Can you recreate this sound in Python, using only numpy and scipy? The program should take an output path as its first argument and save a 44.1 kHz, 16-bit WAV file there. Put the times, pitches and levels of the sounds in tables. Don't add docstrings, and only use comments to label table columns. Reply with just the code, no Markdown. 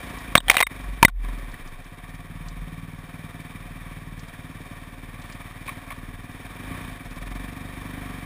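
import sys
import numpy as np
from scipy import signal
from scipy.io import wavfile
from scipy.ndimage import uniform_filter1d

SR = 44100
rng = np.random.default_rng(int(sys.argv[2]) if len(sys.argv) > 2 else 0)


def voltage_ratio(decibels):
    exponent = np.asarray(decibels, float) / 20
    return 10 ** exponent


def int16_out(signal):
    q = np.round(np.clip(np.atleast_2d(signal).T, -1, 1) * 32767)
    wavfile.write(sys.argv[1], SR, q.astype(np.int16))


N = 363825
T = np.arange(N) / SR

# t/s, firing rate f/Hz
ENGINE_SPEED = [(0, 29.5), (.9, 22.3), (1.3, 22.6), (1.55, 16.6), (1.8, 14.5), (2.05, 18.95), (2.4, 18.65),
                (3.05, 19.45), (4, 19.27), (4.4, 18.43), (5.1, 18.97), (6.5, 19.1), (6.77, 31.8),
                (7.1, 16.7), (7.3, 22.6), (7.47, 23.9), (8, 24.9), (8.25, 22.5)]
# t/s, throttle as clatter level/dB, exhaust level/dB as the head turns to the pipe
RIDER = [(0, -42.5, -7.5), (.8, -45.5, -9), (1.0, -48.5, -9.5), (1.35, -45, -12.5), (1.9, -50.5, -9),
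         (2.3, -50.5, -1.5), (2.8, -49.5, 0), (3.5, -48, -3.5), (4.1, -49.5, -5.5), (4.6, -47.5, -5.5),
         (4.9, -48.5, -12), (6.4, -47.5, -14), (6.75, -43, -8.5), (7.0, -46, -8), (7.2, -44.5, -9),
         (7.7, -44.5, -8), (8.05, -42, -10), (8.25, -45.5, -6)]


def engine(t):
    s, *columns = np.transpose(RIDER)
    clatter_db, facing_db = (np.interp(t, s, column) for column in columns)
    load_db = clatter_db + 49
    turns = np.cumsum(np.interp(t, *np.transpose(ENGINE_SPEED))) / SR + .15
    cycle, phase = turns.astype(int), turns % 1
    firing_luck, shake_luck = rng.standard_normal((400, 2))[cycle].T
    bang = np.diff(cycle, prepend=0) * voltage_ratio(1.3 * firing_luck)
    gas = (.55 + np.exp(-phase / .35)) * rng.standard_normal(N)
    hiss = level(band(gas, 359.2, 150), -8.5)
    crank = np.sin(4 * np.pi * turns + 1.2) * voltage_ratio(-44.5 + 2.5 * walk(7))
    machine = (hiss + clatter(phase, shake_luck)) * voltage_ratio(clatter_db)
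    return exhaust(bang, gas, load_db, facing_db) + machine + crank


# f/Hz, width/Hz
CAVITIES = [(90, 62), (158, 46), (248, 135)]


def exhaust(bang, gas, load_db, facing_db):
    cavity_db = (-47 + .4 * load_db, -46 + facing_db, -49 + 1.074 * load_db)
    puff = np.convolve(bang, np.hanning(int(.003 * SR)))[:N]
    echoes = sum(gain * np.roll(puff, int(delay_s * SR))
                 for delay_s, gain in ((.0066, .35), (.0115, .3), (.0187, .3)))
    puffs = level(band(puff + echoes, 170, 300), 0) + level(band(gas, 170, 300), -6)
    pipe = 0
    for (hz, width), db, sign in zip(CAVITIES, cavity_db, (-1, 1, -1)):
        ring = band(band(puffs, hz, width), hz, width)
        pipe = pipe + sign * level(ring, 0) * voltage_ratio(db)
    pipe = signal.sosfilt(signal.butter(4, 335, fs=SR, output="sos"), pipe)
    away_db, turn_s, turn_length_s = -3.5, 1.8, .3
    return pipe * voltage_ratio(away_db * (1 - ramp(turn_s, turn_length_s)))


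def clatter(phase, shake_luck):
    lug_db, lug_s, lug_length_s = 2.2, 7.0, .65
    throb_db = 1.5 + lug_db * np.sin(np.pi * ramp(lug_s, lug_length_s))
    shake = voltage_ratio(throb_db * (1.15 + .2 * shake_luck) * np.cos(2 * np.pi * (phase - .25)))
    rattle = level(rng.standard_normal(N), 0) + level(grit(.01, spread=2.0), -12)
    heard = housing(shake * voltage_ratio(0.77 * walk(6)) * rattle)
    return level(heard / np.sqrt(uniform_filter1d(shake ** 2, size=4000)), 0)


# f/Hz, width/Hz, level/dB
HOUSING_MODES = [(535, 65.5, -6), (715.4, 34.8, 0.5), (934.2, 122.8, -5), (1132, 106.7, 0.5),
                 (1792.3, 296, 0), (1992.6, 300.6, -1.5), (2340, 162.2, -0.5), (2912, 36, -17),
                 (3030, 152, -13.5), (3691.4, 241.6, -3.5), (3742.5, 149.9, -2), (4747, 1290, -22.5),
                 (5540, 250, -16)]


def housing(x):
    return sum((-1) ** k * voltage_ratio(db) * band(x, hz, width) for k, (hz, width, db) in enumerate(HOUSING_MODES))


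# t/s, depth level/dB, closing/s, hold/s, opening/s
DUCKS = [
    (0.349, -18.5, .004, 0.0395, 0.0915),
    (0.501, -28.5, 0.165, .005, 0.0303),
    (1.028, -24.5, .01, 0.0896, 0.116),
]


def gain_control():
    duck_db = sum(db * (ramp(s, shut) - ramp(s + shut + hold, back)) for s, db, shut, hold, back in DUCKS)
    return voltage_ratio(2.5 + duck_db)


# t/s, peak level/dB, loudest ring f/Hz, contact/s, lens-cover ring level/dB
SWIPES = [
    [(0.353, 9.5, 2291, 0.00221, -19.5), (0.363, -27, 1660, 0.0034, -3.5), (0.371, -16, 1810, 0.00248, 0),
     (0.378, -4, 3650, 0.002, 1), (0.402, -24.5, 3030, 0.00345, -5.5)],
    [(0.482, -11.5, 3070, 0.0025, -12.5), (0.486, -15, 1736, 0.0035, -9.5), (0.498, 7, 2466, 0.0032, -7.5),
     (0.518, -21.5, 802, 0.002, -13), (0.527, -24, 1990, 0.0031, -6.5), (0.543, -9, 762, 0.0015, -6),
     (0.551, -21.5, 755, 0.0035, -8), (0.568, -1, 2045, 0.00217, -9), (0.581, -12.5, 2620, 0.0045, -15),
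     (0.589, -14.5, 2100, 0.0068, -3.5), (0.603, -6.5, 1970, 0.00148, -6.5),
     (0.607, -6.5, 2050, 0.0028, -24.5), (0.626, -4, 2040, 0.00448, -4), (0.667, -15, 2045, 0.0045, -22)],
    [(1.028, 6, 919.5, 0.0035, -21.5), (1.049, 7.5, 2022, 0.0029, -16), (1.08, -19, 1510, 0.0047, -16),
     (1.09, -31, 1084, 0.00293, -21.5), (1.099, -50.5, 738, 0.0031, -8)],
]
BRUSHES = [
    [(1.244, -32.5, 1145, 0.0089, -6.5), (1.282, -34, 1045, 0.0078, -15),
     (1.538, -31.5, 1814, 0.0092, -3.5)],
    [(5.676, -27.5, 2290, 0.0042, -14), (5.679, -26, 1082, 0.00706, -18.5),
     (5.688, -22, 2340, 0.0094, -7.5), (5.69, -27.5, 1110, 0.0074, -11),
     (5.902, -28.5, 2255, 0.00505, -13.5), (5.905, -26, 1091, 0.0072, -20),
     (5.916, -30.5, 2080, 0.0067, -17.5), (5.92, -31, 1088, 0.0065, -16.5)],
]
THUD_DB = [-13.5, -25.5, -9, -11.5, -28]


def twigs():
    out, t = np.zeros(N + 4000), np.arange(4000) / SR
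    hits = [(*row, thud_db) for swipe, thud_db in zip(SWIPES + BRUSHES, THUD_DB) for row in swipe]
    for s, db, hz, contact, lens_db, thud_db in hits:
        rise = contact * np.clip(-db / 45, .06, .7)
        push = rng.standard_normal(len(t)) * np.exp(-(t / contact) ** 1.71) * np.minimum(t / rise, 1)
        ring = housing(push) * np.exp(-t / 0.00662)
        ring = ring + 1.386 * band(band(push, hz, hz / 6), hz, hz / 6)
        ring = ring + 0.07 * push * np.exp(-rise / 0.0011)
        ring = ring + voltage_ratio(lens_db) * band(push, 3735, 42)
        thud = band(np.abs(push), 262, 250)
        hit = ring / np.abs(ring).max() + voltage_ratio(thud_db) * thud / np.abs(thud).max()
        start = int(s * SR)
        out[start:start + len(t)] += voltage_ratio(db) * hit
    return out[:N]


# t/s, length/s, level/dB, change by the end/dB
DRAGS = [
    (.357, 0.0226, -16.5, -25.5),
    (.48, .135, -29, 1.5),
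    (0.498, 0.0214, -12.5, -11),
    (.6, 0.0149, -25, 4),
    (1.034, 0.0154, -28, 2.5),
    (1.077, 0.0248, -36, -12.5),
    (5.21, 0.165, -44, -11),
    (5.655, 0.094, -43.5, -7.5),
    (5.898, 0.076, -44.5, -8.5),
]


def dragging():
    edge_s = 0.0036
    contacts = grit(0.05, spread=3.483)
    scrape = housing(contacts) + 0.057 * contacts
    for hz, width, gain in ((2022, 220, 1.8), (3100, 900, .5), (744.6, 110, 2.14)):
        scrape = scrape + gain * band(contacts, hz, width)
    strokes = sum(voltage_ratio(db + fade_db * ramp(s, length)) * (ramp(s, edge_s) - ramp(s + length, edge_s)) ** 2
                  for s, length, db, fade_db in DRAGS)
    return level(scrape, 0) * strokes


# t/s, peak level/dB, centre f/Hz
TICKS = [(0.0972, -33, 4000), (0.185, -34.5, 5540), (0.8081, -40, 5560), (1.3857, -38.5, 5500),
         (1.4431, -49.5, 4970), (1.5153, -39.5, 4000), (1.6741, -37, 5270), (1.8427, -43.5, 5460),
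         (2.0921, -43, 4777), (2.1485, -43, 4580), (2.483, -31, 5490), (3.404, -42, 4530),
         (4.1925, -33, 5650), (4.2832, -42, 4160), (5.217, -37.5, 4280), (5.3223, -34.5, 4260),
         (6.236, -44.5, 4690), (6.314, -42, 4800), (7.0484, -40, 5580), (7.108, -39, 4030),
         (7.1601, -41, 5610), (7.214, -41, 5650), (7.262, -42, 5710), (7.3065, -42, 5620),
         (7.351, -42, 4410)]


def ticks():
    out, t = np.zeros(N + 900), np.arange(900) / SR
    for s, db, hz in TICKS:
        flick = rng.standard_normal(len(t)) * np.exp(-t / 0.0068) * np.minimum(t / 0.0011, 1)
        tick = band(flick, hz, 3380)
        start = int(s * SR)
        out[start:start + len(t)] += voltage_ratio(db) * tick / np.abs(tick).max()
    return out[:N]


# peak t/s, f/Hz, level/dB, time
# to rise 20 dB/s, time to fall 20 dB/s
BOOMS = [(.1, 46.3, -45.5, 1.74, 0.8), (.48, 41.5, -33.5, 0.35, 0.18), (.9, 48, -32.5, 0.49, 0.45),
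         (1.244, 40.8, -24.5, 0.3547, 0.1972), (1.52, 40, -38, .5, 0.05), (1.73, 24, -35, 0.29, 0.11),
         (2.25, 40, -40, 0.4, 0.02), (2.62, 41, -29.5, 0.2063, 0.0961), (4.02, 41, -37, 0.36, 0.14),
         (6.62, 46, -39.5, 0.4, .5), (7.03, 40, -41.5, 0.4, 0.18), (7.345, 45.03, -35, 0.37, 0.28)]


def helmet(t):
    boom = 0
    for s, hz, db, rise, fall in BOOMS:
        swell = voltage_ratio(db - 20 * np.maximum((s - t) / rise, (t - s) / fall))
        boom = boom + np.sqrt(2) * np.sin(2 * np.pi * hz * (t - s)) * swell
    wind = band(band(rng.standard_normal(N), 26, 40), 26, 40) * voltage_ratio(3 * walk(3))
    return boom + level(wind, -54.5)


def level(x, db):
    return x * voltage_ratio(db) / np.sqrt(np.mean(x ** 2))


def band(x, hz, width):
    return signal.lfilter(*signal.iirpeak(hz, hz / width, fs=SR), x)


def walk(rate):
    k = int(SR / rate)
    steps = np.repeat(rng.standard_normal(N // k + 1), k)
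    return level(uniform_filter1d(uniform_filter1d(steps, k), k)[:N], 0)


def grit(share, spread):
    chance = rng.random((2, N))
    size = voltage_ratio(-spread * np.log(1 - chance[1]))
    return rng.standard_normal(N) * (chance[0] < share) * size


def ramp(start, length):
    return np.clip((T - start) / length, 0, 1)


def scene():
    machine = engine(T) * gain_control()
    return (machine + twigs() + dragging() + ticks() + helmet(T))[None]


def band_limit(x):
    return signal.sosfilt(signal.butter(12, 16270, fs=SR, output="sos"), x)


def record(dry):
    coarse = signal.resample_poly(dry, 40, 147, axis=1)
    held = np.repeat(np.clip(coarse, -1, 1), 4, axis=1)
    x = signal.resample_poly(held, 147, 160, axis=1)[:, :N]
    x = signal.sosfiltfilt(signal.ellip(8, .1, 60, 15350, fs=SR, output="sos"), x)
    mix = np.clip(x, -1, 1)
    return band_limit(mix)


dry = scene()
out = record(dry)
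int16_out(out)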